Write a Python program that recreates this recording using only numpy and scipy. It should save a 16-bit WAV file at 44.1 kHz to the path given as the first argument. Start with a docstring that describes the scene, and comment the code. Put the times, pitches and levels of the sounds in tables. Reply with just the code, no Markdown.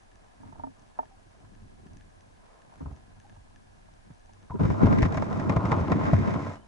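"""Underwater, a camera in a sealed housing on a metal barrel drifts over kelp, for under seven seconds.
From the start: microphone hiss, a deep rocking rumble, far animal snaps and a hand rubbing the barrel.
Taps ring the barrel from 0.4 s to 4.3 s, brief wet squeaks come and go from 1.1 s on, and near 2.8 s the hand
squeezes and scuffs the barrel with low thuds. From about 4.5 s a frond slaps the case and drags across it in
slips and bumps. Contact is jerks and shoves ringing modes; squeaks are unsteady sines, hiss is noise."""
import sys
import numpy as np
from scipy.fft import rfft, irfft, next_fast_len
from scipy.io import wavfile
from scipy.ndimage import uniform_filter1d, map_coordinates

SR = 44100
rng = np.random.default_rng(int(sys.argv[2]) if len(sys.argv) > 2 else 0)


def dump_mix(stems):
    """Bounce the given channels to the path in sys.argv[1] as a 16-bit WAV at rate SR."""
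    frames = np.atleast_2d(stems).T  # one column per channel
    limited = np.clip(frames, -1, 1)  # hard clip at full scale
    pcm = np.round(limited * 32767).astype(np.int16)
    wavfile.write(sys.argv[1], SR, pcm)


N = 294323

# All levels in the tables are relative: each source applies its own gains and filters.
# microphone hiss, in step and opposed, spectral density: [f/Hz, level/dB]
HISS_IN_STEP = [(180, -28.5), (300, -8.5), (532, -35), (719, 5), (1290, -10), (1670, 1.5), (1890, -27),
                (2260, -10), (5930, -11.5), (11000, -15), (14300, -102.5), (22000, -120)]
HISS_OPPOSED = [(59, -43), (100, 11.5), (124, -11), (215, -5), (404, -3), (611, -2), (1630, -13),
                (4030, -23), (6100, -26), (11000, -34.5), (14300, -69.5), (22000, -120)]
# water pushing on the case: [t/s, push level/dB, level of its upper part over the push/dB]
WATER = [(0.0, -65, 1.5), (0.37, -64, -5.5), (0.41, -57, 1.5), (0.57, -49, -9), (0.69, -58.5, -2),
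         (0.75, -67, 0.5), (1.12, -62.5, -1), (1.33, -68.5, 1.5), (1.45, -56.5, -4.5), (1.87, -50, -4.5),
         (2.2, -61.5, -4), (2.6, -68, 1), (2.78, -57, -4), (2.82, -58.5, 8.5), (2.97, -61, 1.5),
         (3.33, -55, -7.5), (4.17, -60.5, -6.5), (4.47, -57, -3.5), (6.67, -61.5, -5.5)]
# far snaps: [t/s, high part level/dB, low part level/dB]
SNAPS = [(0.036, -49, -62), (0.1165, -51, -40), (0.157, -43, -41), (0.7954, -44, -54.5), (0.821, -48, -53),
         (1.056, -51.5, -39.5), (1.3857, -52, -46), (1.551, -47, -39), (1.869, -48, -38),
         (1.934, -42.5, -53), (1.9706, -37.5, -41), (2.0103, -56, -35.5), (2.2085, -43, -41),
         (2.6195, -51, -37.5), (2.795, -48, -44), (2.9253, -48, -52), (2.9633, -45, -41),
         (3.2008, -42, -36.5), (3.2966, -46, -35), (3.5604, -44.5, -34), (3.9388, -45.5, -52.5),
         (4.1959, -48, -53), (4.2597, -44.5, -43), (4.335, -40.5, -41), (4.4288, -48, -45)]
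# what a snap rings in the case, high and low part: [f/Hz, width/Hz, level/dB]
SNAP_HIGH_MODES = [(2740, 250, -3.5), (5040, 980, -5), (6140, 210, 7), (8500, 3000, -16.5)]
SNAP_LOW_MODES = [(780, 96, -5.5), (1713, 53, 4.5), (2930, 930, -14.5)]
# brief wet squeaks: [start t/s, end t/s, first f/Hz, last f/Hz, level/dB]
SQUEAKS = [(1.106, 1.163, 780, 750, -61.5), (3.246, 3.269, 820, 850, -57),
           (4.499, 4.507, 1200, 1040, -44.5), (4.516, 4.529, 970, 964, -37.5), (4.53, 4.568, 970, 986, -46),
           (4.547, 4.568, 384, 388, -38), (6.131, 6.143, 648, 686, -25.5), (6.553, 6.617, 2960, 2990, -73),
           (6.615, 6.64, 3080, 3120, -72)]
# the hand on the barrel: [t/s, rubbing level/dB]
GRIP = [(0.0, -74.5), (0.3, -73), (0.55, -68), (0.75, -72.5), (1.2, -73.5), (1.5, -74.5), (2.2, -75),
        (2.5, -70.5), (2.77, -67.5), (2.83, -65), (2.97, -73), (3.3, -75.5), (4.3, -77), (4.5, -73)]
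# taps on the barrel: [t/s, level/dB, extra level of the lowest mode/dB, left over right/dB]
TAPS = [(0.4, -55.5, 12, -4), (0.432, -44, 4, -4.5), (0.485, -52.5, 15.5, -2.5), (0.524, -44, -20, -8),
        (0.554, -46, -15, -6), (0.595, -34, -13, -3.5), (0.636, -29, -1, -3.5), (0.669, -38, 5.5, 1),
        (0.989, -20.5, -14, -2.5), (1.028, -37.5, -22, 0), (2.722, -48, -12, 0), (2.806, -44, 11, 0),
        (2.858, -43, 8, 1), (3.362, -51, -12, -4), (3.885, -51.5, -12, -3), (4.25, -53, -10, 2),
        (4.292, -50.5, -12, -3)]
# modes of the barrel: [f/Hz, level/dB, t60/s, phase lead of the right microphone/rad]
BARREL_MODES = [(265, -2, 0.13, 2.6), (424, -14.5, 0.076, 2.4), (640, -6.5, 0.078, 2.54),
                (750, -0.5, 0.025, 0.88), (911, 4, 0.05, 2.36), (1200, -12, 0.033, 1.28),
                (1330, -18, 0.033, 1.5), (1550, -28, 0.057, 1.5), (1820, -23, 0.072, 2.5)]
# the frond on the case: [t/s, push level/dB, rub level/dB, scratch level/dB,
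#   bearing/dB: + on a face that bends, - square on]
FROND = [(4.48, -81, -91, -83, 0), (4.55, -36.5, -59, -81, 10), (4.585, -54.5, -55, -81, 0),
         (4.6, -30, -43, -59, 9), (4.68, -33, -45, -50.5, 5), (4.78, -37, -41.5, -60.5, 3.5),
         (4.82, -29, -37, -50, 7.5), (4.85, -19.5, -33.5, -47, -4), (4.92, -32, -39, -51.5, 10.5),
         (5.02, -22.5, -41, -50.5, 0), (5.06, -30.5, -46.5, -43.5, 7), (5.08, -37, -43.5, -58, 4),
         (5.3, -34.5, -41.5, -57, 2.5), (5.49, -32.5, -39, -56.5, 0), (5.6, -31.5, -35.5, -63.5, -4.5),
         (5.75, -33, -32.5, -56.5, -2), (5.91, -31, -33.5, -47.5, -5.5), (6.12, -34, -40, -47, 8),
         (6.2, -31, -38.5, -50, 3.5), (6.3, -32.5, -39, -47, 7), (6.4, -35.5, -35, -55, -4),
         (6.5, -41.5, -44.5, -57.5, -3.5), (6.56, -51, -47.5, -63, -3), (6.6, -57, -62, -84, -3),
         (6.67, -73, -70, -77, -3)]
# single blows that reach the case, the hand's scuffs and thuds near 2.8 s and later bumps:
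#   [t/s, rap level/dB, push level/dB, push f/Hz, scratch level/dB, lean to the left/dB]
BLOWS = [(2.814, -31, -39.5, 70, -56, -8), (2.827, -42, -34.5, 76, -59, -1),
         (2.857, -23.5, -30.5, 61.9, -59, .6), (2.872, -42, -38.5, 87.6, -57, -12),
         (2.912, -34, -36, 61.5, -54, -8), (2.927, -33.5, -38.5, 70, -58, -4),
         (4.103, -34, -44.5, 144, -45, -3), (4.504, -18, -32.5, 84.5, -40.5, 2),
         (4.555, -25, -39, 100, -68, -1), (4.594, -14, -30, 102, -49, -1),
         (4.608, -7.5, -22.5, 162, -43, 0), (4.633, -4.5, -22, 94, -30, 2.5),
         (4.651, -7.5, -20, 102, -25.5, 1), (4.7, -7.5, -22, 96, -24, -1.5),
         (4.715, -25.5, -31, 100, -31, 1), (4.832, -6, -17.5, 220, -23.5, 23.5),
         (4.856, -17, -32, 145, -18, 0), (4.867, -6, -29, 199, -24, -5), (4.883, -16, -21.5, 116, -32.5, 1),
         (4.925, -5.5, -23.5, 258, -15.5, -3), (4.984, -17.5, -29, 99.6, -14, 2.5),
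         (5.02, -14.5, -28, 194, -11.5, -4), (5.026, -4.5, -13, 62.6, -8.5, 1),
         (5.053, -5.5, -23.5, 178, -19, 6), (5.122, -10.5, -33, 142, -22, -8),
         (5.143, -10, -36, 114, -17.5, -0.5), (5.171, -5.5, -25, 110, -14, -1.5),
         (5.221, -5, -31.5, 104, -20, -9), (5.326, -15.5, -30.5, 80.7, -23, -1),
         (5.396, -14, -31.5, 234, -20, -6), (5.494, -1.5, -21.5, 204, -11, -2),
         (5.521, -12, -45, 134, -24, 4), (5.563, 0, -16.5, 118, -16.5, -0.5),
         (5.653, -8, -23.5, 113, -18.5, -2.5), (5.716, 2.5, -20.5, 121, -10, 0),
         (5.808, -12, -23, 99.7, -30, 2), (5.917, 2, -20.5, 223, -11, 1),
         (6.038, -11, -25.5, 103, -21.5, -3.5), (6.131, -2.7, -11.5, 107, -18, 0.5),
         (6.191, -24, -24.5, 97, -37, 3), (6.273, -8.5, -40, 97, -24, 4), (6.309, -32, -31, 185, -27.5, 7),
         (6.338, -14.5, -40, 220, -20.5, .6), (6.358, -8, -27.5, 176, -37, 0),
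         (6.466, -10.5, -41, 99, -32, -4)]
# modes of the case: [f/Hz, width/Hz, in-step level/dB, level opposed between the microphones/dB]
CASE_LOW = [(72.5, 25, -11, -7.5), (96, 14.8, 3, -13.5), (160, 56, -6.5, -32.5), (214, 28, -4, -1.5),
            (278, 41, -7.5, -13), (366.3, 95, -12, -12)]
CASE_MID = [(447, 160, -0.5, -8.5), (655, 78.5, 4.5, 3.5), (871, 227, -3, -3), (1041.5, 78, 2.5, -2),
            (1248, 184, -6, -8), (1490, 220, -15.5, -7)]
CASE_HIGH = [(1593, 135, 4, 3), (1936, 150, 2, 4.5), (2128, 113, 3, -3), (2374, 350, -4, -3),
             (3280, 1460, -15, -15), (3730, 176, -9, -12.5), (4240, 230, -22.5, -22.5),
             (4990, 160, -10.5, -11.5), (5840, 1280, -17.5, -21), (7970, 1700, -29.5, -25.5)]

TOP_HZ = 11240  # band limit of the camera
FFT_SIZE = next_fast_len(N + SR // 2)  # half a second of room for the rings
HZ = np.fft.rfftfreq(FFT_SIZE, 1 / SR)

# rocking under a -60.5 dB push of the water, its growth in dB per dB of push, its random waver
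ROCK_DB, ROCK_FOLLOWS, ROCK_WAVER_DB = -60.5, 0.47, 1
# rocking under a -32.5 dB push of the frond, dB per dB of push
JOLT_DB, JOLT_GROWS = -54, 1.9
WATER_OPPOSED_DB = 2  # how much more the water drives the opposed shapes
# what the hand sends into the case: rub over its level, scratch at -73 dB, dB per dB, treble over scratch
GRIP_RUB_DB, GRIP_SCRATCH_DB, GRIP_SCRATCH_FOLLOWS, GRIP_BRIGHT_DB = 4.5, -80, 0.5, -4
FROND_FIRM_DB = 3  # upper part of the frond's push
# treble over a -60 dB frond scratch and a -23 dB blow scratch; harder ones are duller (dB per dB)
FROND_BRIGHT_DB, FROND_DULLS = 5.5, 0.67
BLOW_BRIGHT_DB, BLOW_DULLS = 0, 0.34
RATTLE_S, RATTLE_SHARE = 0.008, 0.17  # rattle around a blow's first touch: decay time, size


def amp(db):
    """dB to gain."""
    return 10 ** (np.asarray(db) / 20)


def unit(x):
    """Scaled to rms 1."""
    return x / np.sqrt(np.mean(x ** 2) + 1e-20)


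def filtered(x, response):
    """x shaped by a complex response over HZ."""
    return irfft(rfft(x, FFT_SIZE) * response, FFT_SIZE)[..., :N]


def edge(hz, order, high=False):
    """Causal low- or high-pass made of repeated poles."""
    pole = 1 / (1 + 1j * HZ / hz)
    return (1 - pole if high else pole) ** order


def split(low_part, high_part, hz):
    """The first signal below hz joined to the second above it."""
    return high_part + filtered(low_part - high_part, edge(hz, order=2))


def resonances(modes, column=2):
    """Causal sum of modes, scaled so that white noise keeps its rms for the first level column."""
    each = []
    for k, (hz, width, *_) in enumerate(modes):
        mode = 1j * HZ * width / (hz ** 2 - HZ ** 2 + 1j * HZ * width)
        each.append((-1) ** k * mode)  # neighbouring modes swing in opposite directions

    def total(c):
        return sum(amp(m[c]) * mode for m, mode in zip(modes, each))

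    return total(column) / np.sqrt(np.mean(abs(total(2)) ** 2))


def wobble(rate):
    """A smooth random curve, rate knots a second."""
    knots = rng.standard_normal(int(N * rate / SR) + 4)
    return map_coordinates(knots, [np.arange(N) * rate / SR])


def slips(rate, spread_db, lump_db):
    """Two streams of stick-slip jerks of uneven size that come in lumps, rms 1."""
    hits = rng.random((2, N)) < rate / SR
    size = rng.standard_normal((2, N)) * amp(spread_db * rng.standard_normal((2, N)))
    lumps = amp(lump_db * (wobble(12) + wobble(35)))
    return unit(hits * size * lumps)


def levels(rows):
    """A dB curve, one value per sample, for each column after the time."""
    s, *columns = np.transpose(rows)
    return [np.interp(np.arange(N) / SR, s, db) for db in columns]


def joined(first_db, second_db):
    """Gain of two unrelated contacts together: their powers add."""
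    return np.hypot(amp(first_db), amp(second_db))


def shaded_noise(points):
    """White noise given a smooth spectrum over log frequency, rms 1."""
    hz, db = np.transpose(points)
    curve = np.interp(np.log(HZ + 1), np.log(hz + 1), db)
    return unit(filtered(rng.standard_normal(N), amp(curve)))


def hiss():
    """Steady microphone noise floor, part in step and part opposed."""
    mid = amp(-70) * shaded_noise(HISS_IN_STEP)
    side = amp(-61) * shaded_noise(HISS_OPPOSED)
    return np.array([mid + side, mid - side])


def swell():
    """The housing rocks: deep rumble that follows the pushes, mostly alike in both microphones."""
    rumble_band = edge(56, order=4) * edge(23.6, order=2, high=True)
    mid, side = filtered(rng.standard_normal((2, N)), rumble_band)
    rocking = ROCK_DB + ROCK_FOLLOWS * (levels(WATER)[0] + 60.5) + ROCK_WAVER_DB * wobble(5)
    jolts = JOLT_DB + JOLT_GROWS * (levels(FROND)[0] + 32.5)
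    rumble = np.array([mid + 0.26 * side, mid - 0.66 * side]) / np.std(mid)
    return joined(rocking, jolts) * rumble


def snaps():
    """Far animal clicks ring two sets of modes: the clearest are placed, fainter ones fall at random."""
    high = (rng.random(N) < 60 / SR) * amp(-58.0 + 2.6 * rng.standard_normal(N))
    low = (rng.random(N) < 90 / SR) * amp(-52.0 + 1.15 * rng.standard_normal(N))
    for start, high_db, low_db in SNAPS:
        i = round(start * SR)
        high[i] += amp(high_db)
        low[i] += amp(low_db)
    high_ring = filtered(high, resonances(SNAP_HIGH_MODES))
    low_ring = filtered(low, resonances(SNAP_LOW_MODES) * edge(440, order=2, high=True))
    return (high_ring + low_ring) * amp([[1], [-1]])  # left 2 dB over right


def squeaks():
    """Short gliding tones, unsteady in pitch and level, with a quick start and a fading end."""
    out = np.zeros(N)
    for start, end, first_hz, last_hz, db in SQUEAKS:
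        u = np.linspace(0, 1, round((end - start) * SR))
        flutter = uniform_filter1d(rng.standard_normal((2, len(u))), size=300, axis=1) * np.sqrt(300)
        hz = (first_hz + (last_hz - first_hz) * u) * (1 + 0.019 * flutter[0])
        phase = np.cumsum(2 * np.pi * hz / SR)
        shape = np.minimum(1, 12 * u) * np.minimum(1, 3 * (1 - u)) * amp(0.76 * flutter[1])
        out[round(start * SR):][:len(u)] += amp(db + 2.5) * shape * np.sin(phase)
    return out


def grip():
    """The hand on the barrel: sparse small slips keep the barrel's modes murmuring."""
    jerks = amp(levels(GRIP)[0]) * slips(250, 2.6, 2.1)[0]
    jerks[round(GRIP[-1][0] * SR):] = 0  # the rubbing stops at the last row
    both = 0
    for hz, level_db, t60, lead in BARREL_MODES:
        width = np.log(1000) / (np.pi * t60)
        mode = 1j * HZ * width / (hz ** 2 - HZ ** 2 + 1j * HZ * width)
        both = both + amp(level_db) * mode * np.exp(1j * np.array([[0], [lead]]))
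    return filtered(jerks, both / np.sqrt(np.mean(abs(both.mean(axis=0)) ** 2)))


def taps():
    """Each tap rings the barrel; the microphones sit at different points of each mode."""
    out, t = np.zeros((2, N)), np.arange(SR // 5) / SR
    rise = 1 - np.exp(-t / 0.0015)
    for start, db, low_db, pan_db in TAPS:
        ring = 0
        for k, (hz, level_db, t60, lead) in enumerate(BARREL_MODES):
            phase = 2 * np.pi * hz * t + np.array([[0], [lead]])
            strength_db = level_db + (low_db if k == 0 else 0) + rng.normal(0, 1.5)
            ring = ring + amp(strength_db - 60 * t / t60) * np.sin(phase)
        i = round(start * SR)
        out[:, i:i + len(t)] += amp(db + np.array([[0.5], [-0.5]]) * pan_db) * ring * rise
    return out


def slipping():
    """Steady stick-slip of water, hand and frond: jerks for the low, middle, high and top modes."""
    water, firmness = levels(WATER)
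    hand, = levels(GRIP)
    push, rub, scratch, bearing = levels(FROND)
    heave, rasp, grit = slips(900, 2.5, 1.4), slips(1500, 1.5, 1.65), slips(3000, 1.7, 1)

    deep = [joined(water, push), joined(water + WATER_OPPOSED_DB, push + bearing)] * heave
    firm = deep * joined(water + firmness, push + FROND_FIRM_DB) / joined(water, push)
    low = split(deep, firm, 220)

    hand_rub = hand + GRIP_RUB_DB
    middle = [joined(hand_rub, rub), joined(hand_rub, rub + bearing)] * rasp

    hand_scratch = GRIP_SCRATCH_DB + GRIP_SCRATCH_FOLLOWS * (hand + 73)
    treble = scratch + np.minimum(FROND_BRIGHT_DB - FROND_DULLS * (scratch + 60), 6)
    high = joined(hand_scratch, scratch) * grit
    top = joined(hand_scratch + GRIP_BRIGHT_DB, treble) * grit
    return np.array([low, middle, high, top])


def through_case(force, lean, modes, skirt, shared):
    """Two forces ring the in-step and opposed shapes of the modes; lean tips a contact to one side."""
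    shared = np.clip(shared, 0, 1)
    in_step, opposed = resonances(modes) * skirt, resonances(modes, column=3) * skirt
    scale = 1 / np.sqrt(np.mean(abs(in_step) ** 2))
    mid = filtered(force[0], in_step * scale)
    # the shared opposed motion runs a quarter cycle from the in-step motion
    side = filtered(force[0], 1j * shared * opposed * scale)
    side = side + filtered(force[1], np.sqrt(1 - shared ** 2) * opposed * scale)
    side = side + filtered(lean, in_step * scale)
    return np.array([mid + side, mid - side])


def contact():
    """Steady slipping and single blows drive the low, middle and high modes of the case."""
    forces = slipping()
    leans, squeeze = np.zeros((3, N)), np.zeros((2, N))
    t = np.arange(2048) / SR
    for start, rap_db, push_db, push_hz, scratch_db, pan_db in BLOWS:
        bright_db = BLOW_BRIGHT_DB - BLOW_DULLS * max(scratch_db + 23, -8)
        # three parts: push, rap and scratch, each on the in-step and opposed shapes
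        blow = rng.standard_normal((3, 2, len(t))) * np.exp(-t / RATTLE_S) * (1 - np.exp(-t / 0.0006))
        # in rap and scratch the first touch stands out of the rattle around it
        blow[1:] *= RATTLE_SHARE
        blow[1:, :, 40] += 1
        blow /= np.linalg.norm(blow, axis=2, keepdims=True)
        # the push is one springy shove
        shove = np.sin(2 * np.pi * push_hz * t) * np.exp(-2.5 * push_hz * t)
        blow[0] = shove * push_hz / 4000 * np.array([[1], [0.6]])
        blow *= amp([push_db + 21, rap_db, scratch_db])[:, None, None]

        span = slice(round(start * SR), round(start * SR) + len(t))
        forces[:3, :, span] += blow
        forces[3, :, span] += blow[2] * amp(bright_db)
        leans[:, span] += blow[:, 0] * np.tanh(pan_db / 17)
        # the wall flexes and squeezes the air inside at once
        squeeze[:, span] += shove * amp(push_db + 13 + np.array([[0.5], [-0.5]]) * pan_db)

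    low_skirt = edge(630, order=2) * edge(50, order=2, high=True)
    mid_skirt = edge(370, order=2, high=True) * edge(2750, order=2)
    high_skirt = edge(1210, order=2, high=True) * edge(10000, order=2)
    low = through_case(forces[0], leans[0], CASE_LOW, low_skirt, shared=0.41)
    middle = through_case(forces[1], leans[1], CASE_MID, mid_skirt, shared=0.5)
    high_force = split(forces[2], forces[3], 7100)
    high = through_case(high_force, leans[2], CASE_HIGH, high_skirt, shared=0.32)
    air = filtered(squeeze, edge(62, order=2, high=True) * edge(720, order=2))
    return low + middle + high + air


def scene():
    """Everything that reaches the microphones."""
    return contact() + swell() + taps() + grip() + squeaks() + snaps() + hiss()


def record(dry):
    """The camera cuts everything above its band limit and adds a trace of white noise."""
    return filtered(dry, HZ < TOP_HZ) + amp(-108) * rng.standard_normal(dry.shape)


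dry = scene()
out = record(dry)
dump_mix(out)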